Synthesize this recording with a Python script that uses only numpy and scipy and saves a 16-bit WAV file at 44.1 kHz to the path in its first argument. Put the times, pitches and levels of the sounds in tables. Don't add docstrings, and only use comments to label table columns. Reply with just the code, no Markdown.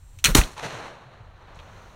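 import sys
import numpy as np
from scipy import signal
from scipy.fft import rfft, irfft
from scipy.io import wavfile
from scipy.ndimage import uniform_filter1d

SR = 44100
rng = np.random.default_rng(int(sys.argv[2]) if len(sys.argv) > 2 else 0)


def to_wav(s):
    ch = np.atleast_2d(s).T
    pcm = np.round(np.clip(ch, -1, 1) * 32767)
    wavfile.write(sys.argv[1], SR, pcm.astype(np.int16))


N = 85995
TIME_S = np.arange(N) / SR
BINS_HZ = np.maximum(np.arange(N // 2 + 1) * SR / N, 1)


def amp(db):
    return np.exp(np.asarray(db) * (np.log(10) / 20))


def unit(x):
    return x / np.sqrt(np.mean(x ** 2))


def shape(points):
    hz, db = np.array(points).T
    return np.interp(np.log(BINS_HZ), np.log(hz), db)


def bell(hz, octaves):
    return np.exp(-.5 * (np.log2(BINS_HZ / hz) / octaves) ** 2)


def noise(spectrum_db):
    return unit(irfft(amp(spectrum_db) * np.exp(2j * np.pi * rng.random(N // 2 + 1)), N))


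def grain(depth_db, samples):
    return unit(amp(depth_db * unit(uniform_filter1d(rng.standard_normal(N), samples))))


def envelope(start_s, rise_s, hold_s, t60_s, db):
    out = np.zeros(N)
    live = slice(*np.searchsorted(TIME_S, [start_s, start_s + rise_s + hold_s + 2 * t60_s]))
    t = TIME_S[live] - start_s
    fall = np.exp(-np.log(1000) * np.maximum(t - rise_s - hold_s, 0) / t60_s)
    out[live] = amp(db) * np.minimum(t / rise_s, 1) * fall
    return out


def curve(points):
    return amp(np.interp(TIME_S, *np.array(points).T))


def thumps(rows):
    out = np.zeros(N)
    for start_s, hz, db, swell_s in rows:
        live = slice(*np.searchsorted(TIME_S, [start_s, start_s + 10 * swell_s]))
        t = TIME_S[live] - start_s
        swell = (t / swell_s * np.exp(1 - t / swell_s)) ** 2
        out[live] += amp(db) * swell * np.sin(2 * np.pi * hz * t)
    return out


def knocks(rows, focus_db):
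    return sum(noise(focus_db * bell(hz, octaves=.67)) * envelope(start_s, .001, 0, t60_s, db)
               for start_s, db, t60_s, hz in rows)


# frequency in Hz, relative level in dB.
WIND_SPECTRUM = [(15, -10), (42, -0.5), (65, -7), (92, 0.5), (120, -14), (200, -31.5), (400, -50),
                 (2000, -80)]
AIR_SPECTRUM = [(100, 10), (300, 7.5), (1000, 2.5), (2500, 0), (6000, 0), (10000, -5), (15500, -8)]
HISS_SPECTRUM = [(500, -12.5), (2000, -3), (4000, -3), (6400, 0), (8000, -10), (11000, -18), (15500, -23)]
# time in seconds, gain in dB.
WIND_CURVE = [(0, -49.5), (.2, -42.5), (.55, -53.5), (1.05, -61), (1.26, -47.5), (1.45, -50), (1.7, -48),
              (1.95, -51)]
AIR_CURVE = [(0, -65.5), (.24, -60), (.4, -82), (1.1, -80), (1.4, -77), (1.8, -69), (1.95, -67.5)]
HISS_CURVE = [(1.36, -88), (1.53, -83), (1.57, -63.5), (1.68, -66), (1.8, -63), (1.95, -66)]
INSECT_CURVE = [(0, -3), (.08, 0), (.22, -0.5), (.45, -40)]
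# centre in Hz, half-width in Hz, level in dB.
INSECT_BANDS = [(7500, 240, -68.5), (8410, 200, -71.5)]


def meadow():
    insects = sum(amp(db) * noise(-20 * np.log10(1 + ((BINS_HZ - hz) / width_hz) ** 2))
                  for hz, width_hz, db in INSECT_BANDS)
    wind = noise(shape(WIND_SPECTRUM)) * curve(WIND_CURVE)
    air = noise(shape(AIR_SPECTRUM)) * curve(AIR_CURVE)
    hiss = noise(shape(HISS_SPECTRUM)) * curve(HISS_CURVE)
    return wind + air + hiss + insects * curve(INSECT_CURVE)


# start in seconds, level in dB, t60 in seconds, peak in Hz.
HANDLING_TICKS = [(1.546, -59, .04, 5000), (1.556, -59.5, .03, 6980), (1.589, -45.5, .035, 3000),
                  (1.598, -48, .04, 3280), (1.894, -55.5, .05, 3490)]


def handling():
    return knocks(HANDLING_TICKS, focus_db=35)


# frequency in Hz, relative level in dB.
ROLL_SPECTRUM = [(60, -3), (140, 6), (280, -6), (550, 0), (950, 0.5), (1500, -3.5), (2100, -10),
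                 (4000, -15.5), (5500, -24.5), (7000, -29), (10000, -40), (15500, -50)]
ECHO_SPECTRUM = [(40, -11.5), (130, 3), (260, -5), (550, 2.5), (1000, 0.5), (2000, -4), (4000, -11),
                 (6500, -16), (9500, -26), (13000, -36), (15500, -52)]
# time in seconds, level in dB.
ROLL_CURVE = [(.5, -67), (.8, -47), (1.0, -49), (1.15, -51), (1.33, -55), (1.43, -50.5), (1.6, -49),
              (1.77, -47.5), (1.95, -52)]
# start, rise, hold and t60 in seconds, level in dB, tilt in dB per octave,
# bass and midrange gain in dB.
TREE_ECHOES = [(0.559, .02, 0.016, 0.26, -35.5, 1, -4.5, 7.5), (0.613, 0.029, 0.017, 0.12, -31, 1, 7, -0.5),
               (0.638, 0.052, 0.023, .5, -36.5, 0.2, -1.5, 0), (.71, 0.033, 0.054, 0.59, -38, -1, 0.5, -1),
               (0.802, 0.031, 0.043, 0.41, -40.5, -2, -7, 2)]
# start in seconds, pitch in Hz, level in dB,
# swell in seconds.
DEEP_REBOUNDS = [(.650, 160, -30, .0045), (.738, 115, -39, .016), (1.055, 125, -44, 0.016),
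                 (1.198, 104.3, -38.5, 0.012)]


def trees():
    octave = np.log2(BINS_HZ / 1000)
    bass = 1 / (1 + (BINS_HZ / 454) ** 4)
    mid = bell(hz=960, octaves=.24)
    out = noise(shape(ROLL_SPECTRUM)) * grain(depth_db=.95, samples=700) * curve(ROLL_CURVE)
    for start_s, rise_s, hold_s, t60_s, db, tilt_db, bass_db, mid_db in TREE_ECHOES:
        cluster = noise(shape(ECHO_SPECTRUM) + tilt_db * octave + bass_db * bass + mid_db * mid)
        out += cluster * grain(depth_db=1.4, samples=130) * envelope(start_s, rise_s, hold_s, t60_s, db)
    return out + thumps(DEEP_REBOUNDS)


# start in seconds, level in dB, t60 in seconds, peak in Hz.
NEAR_SLAPS = [(.4132, -19, .02, 2180), (.4352, -26, .024, 3400)]


def slaps():
    return knocks(NEAR_SLAPS, focus_db=36)


# start in seconds, level in dB,
# t60 in seconds, emphasis centre in Hz, emphasis in dB.
STEEL_BLOWS = [(0.1874, -42, 0.019, 3180, 1.5), (0.1945, -50, .06, 7000, 6), (.2414, -10.5, .012, 2870, 5),
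               (.2464, -7, .009, 5340, 4), (0.253, -4, .009, 2843, 32), (0.2559, -14, .022, 6140, 7),
               (0.2596, -15.5, .03, 2500, 8)]
# frequency in Hz, relative level in dB, t60 in seconds.
STEEL_MODES = [(1405, -12, 0.17), (1935, -12, .07), (2295, -5.5, .07), (2480, -4, .065), (2605, -2, .06),
               (2950, -0.5, 0.04), (4220, -6, .055), (5860, -10, 0.085), (6080, -3, .055), (6880, -9, .07),
               (7970, -13, .07), (8630, -11, .06), (12660, -17.5, .055), (13800, -18, .07)]
# frequency in Hz, relative level in dB.
CLASH_SPECTRUM = [(100, -27.5), (280, -12), (700, -30.5), (1100, -19), (1500, -5), (2800, 1.5), (6300, -3),
                  (9500, -8.5), (15500, -18.5)]


def lock():
    rise_s, contact_s = .0004, .0011
    out, t = np.zeros(N), TIME_S[:SR // 5]
    mode_hz, mode_db, ring_s = np.array(STEEL_MODES).T[:, :, None]
    modes = np.exp((2j * np.pi * mode_hz - np.log(1000) / ring_s) * t)
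    modes *= amp(mode_db - 5.5) / 2 * np.minimum(t / rise_s, 1)
    for start_s, db, t60_s, hz, emphasis_db in STEEL_BLOWS:
        clash = noise(shape(CLASH_SPECTRUM) + emphasis_db * bell(hz, octaves=.12))
        out += clash * envelope(start_s, rise_s, contact_s, t60_s, db)
        phases = np.exp(2j * np.pi * rng.random(mode_hz.shape))
        first = int(start_s * SR)
        out[first:first + len(t)] += amp(db) * (modes * phases).imag.sum(axis=0)
    return out


# frequency in Hz, relative level in dB.
FIZZ_SPECTRUM = [(60, -2), (280, 4), (700, -10.5), (1400, 4), (2800, 1), (6500, -2), (10000, -6),
                 (15500, -10)]
FLARE_SPECTRUM = [(40, 2), (100, 7.5), (170, 3), (300, -3.5), (500, -5), (750, -13), (1300, -11),
                  (2500, -26), (15500, -45)]


def priming():
    fizz = noise(shape(FIZZ_SPECTRUM)) * grain(depth_db=2.1, samples=60)
    fizz *= envelope(start_s=.247, rise_s=.0079, hold_s=.0164, t60_s=.1956, db=-21.5)
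    flare = noise(shape(FLARE_SPECTRUM))
    flare *= envelope(start_s=.281, rise_s=.0055, hold_s=-.0011, t60_s=.15, db=-21.5)
    return fizz + flare


# frequency in Hz, relative level in dB.
CRACK_SPECTRUM = [(100, -4), (350, 3), (700, -6), (1000, -4.5), (3000, 1), (6500, 0), (9500, -5),
                  (15500, -13)]
ROAR_SPECTRUM = [(30, 6), (100, 12), (250, 6.5), (500, 0.5), (1100, 0), (2500, -5.5), (6500, -6),
                 (9500, -8.5), (15500, -17.5)]
SCATTER_SPECTRUM = [(40, 8), (120, 7.5), (300, 1), (1000, 0), (2500, -6.5), (6500, -8.5), (10000, -16),
                    (15500, -30)]
# start in seconds, pitch in Hz, level in dB, swell in seconds.
GAS_PUSHES = [(.257, 48, -26, .012), (.2865, 208, -25.5, 0.0069), (.302, 33, -15, 0.016),
              (.3502, 287.4, -9, .004), (.353, 129.6, -15, .005), (.384, 38.1, -6, .010),
              (.4115, 167.9, -23.5, 0.0044), (.42, 33.2, -24.5, 0.016)]


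def discharge():
    roar_s = .3492
    crack = noise(shape(CRACK_SPECTRUM)) * grain(depth_db=2, samples=20)
    crack *= envelope(start_s=.3474, rise_s=.003, hold_s=.0035, t60_s=.0086, db=-9)
    roar = noise(shape(ROAR_SPECTRUM)) * grain(depth_db=1.84, samples=50)
    roar *= envelope(start_s=roar_s, rise_s=.002, hold_s=.0305, t60_s=.1321, db=-14)
    scatter = noise(shape(SCATTER_SPECTRUM)) * grain(depth_db=1.5, samples=120)
    scatter *= envelope(start_s=roar_s, rise_s=.0472, hold_s=.03, t60_s=.46, db=-33.5)
    return crack + roar + scatter + thumps(GAS_PUSHES)


def scene():
    shot = lock() + priming() + discharge()
    return (shot + slaps() + trees() + handling() + meadow())[None]


# frequency in Hz, gain in dB.
MIC_RESPONSE = [(3000, 0), (3400, -2.5), (4200, 2.5), (4850, -8), (5900, 1), (6900, 0), (7600, -2),
                (9800, 1.5), (10400, -5.5), (11500, 0), (15500, -0.5)]


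def record(dry):
    top_hz = 15800
    cepstrum = irfft(np.log(amp(shape(MIC_RESPONSE))), N)
    cepstrum[1:] *= 2 * (np.arange(1, N) < N // 2)
    coloured = irfft(rfft(dry) * np.exp(rfft(cepstrum)), N)
    lowpass = signal.ellip(10, .2, 80, top_hz, fs=SR, output="sos")
    return signal.sosfilt(lowpass, np.clip(coloured, -1, 1))


dry = scene()
out = record(dry)
to_wav(out)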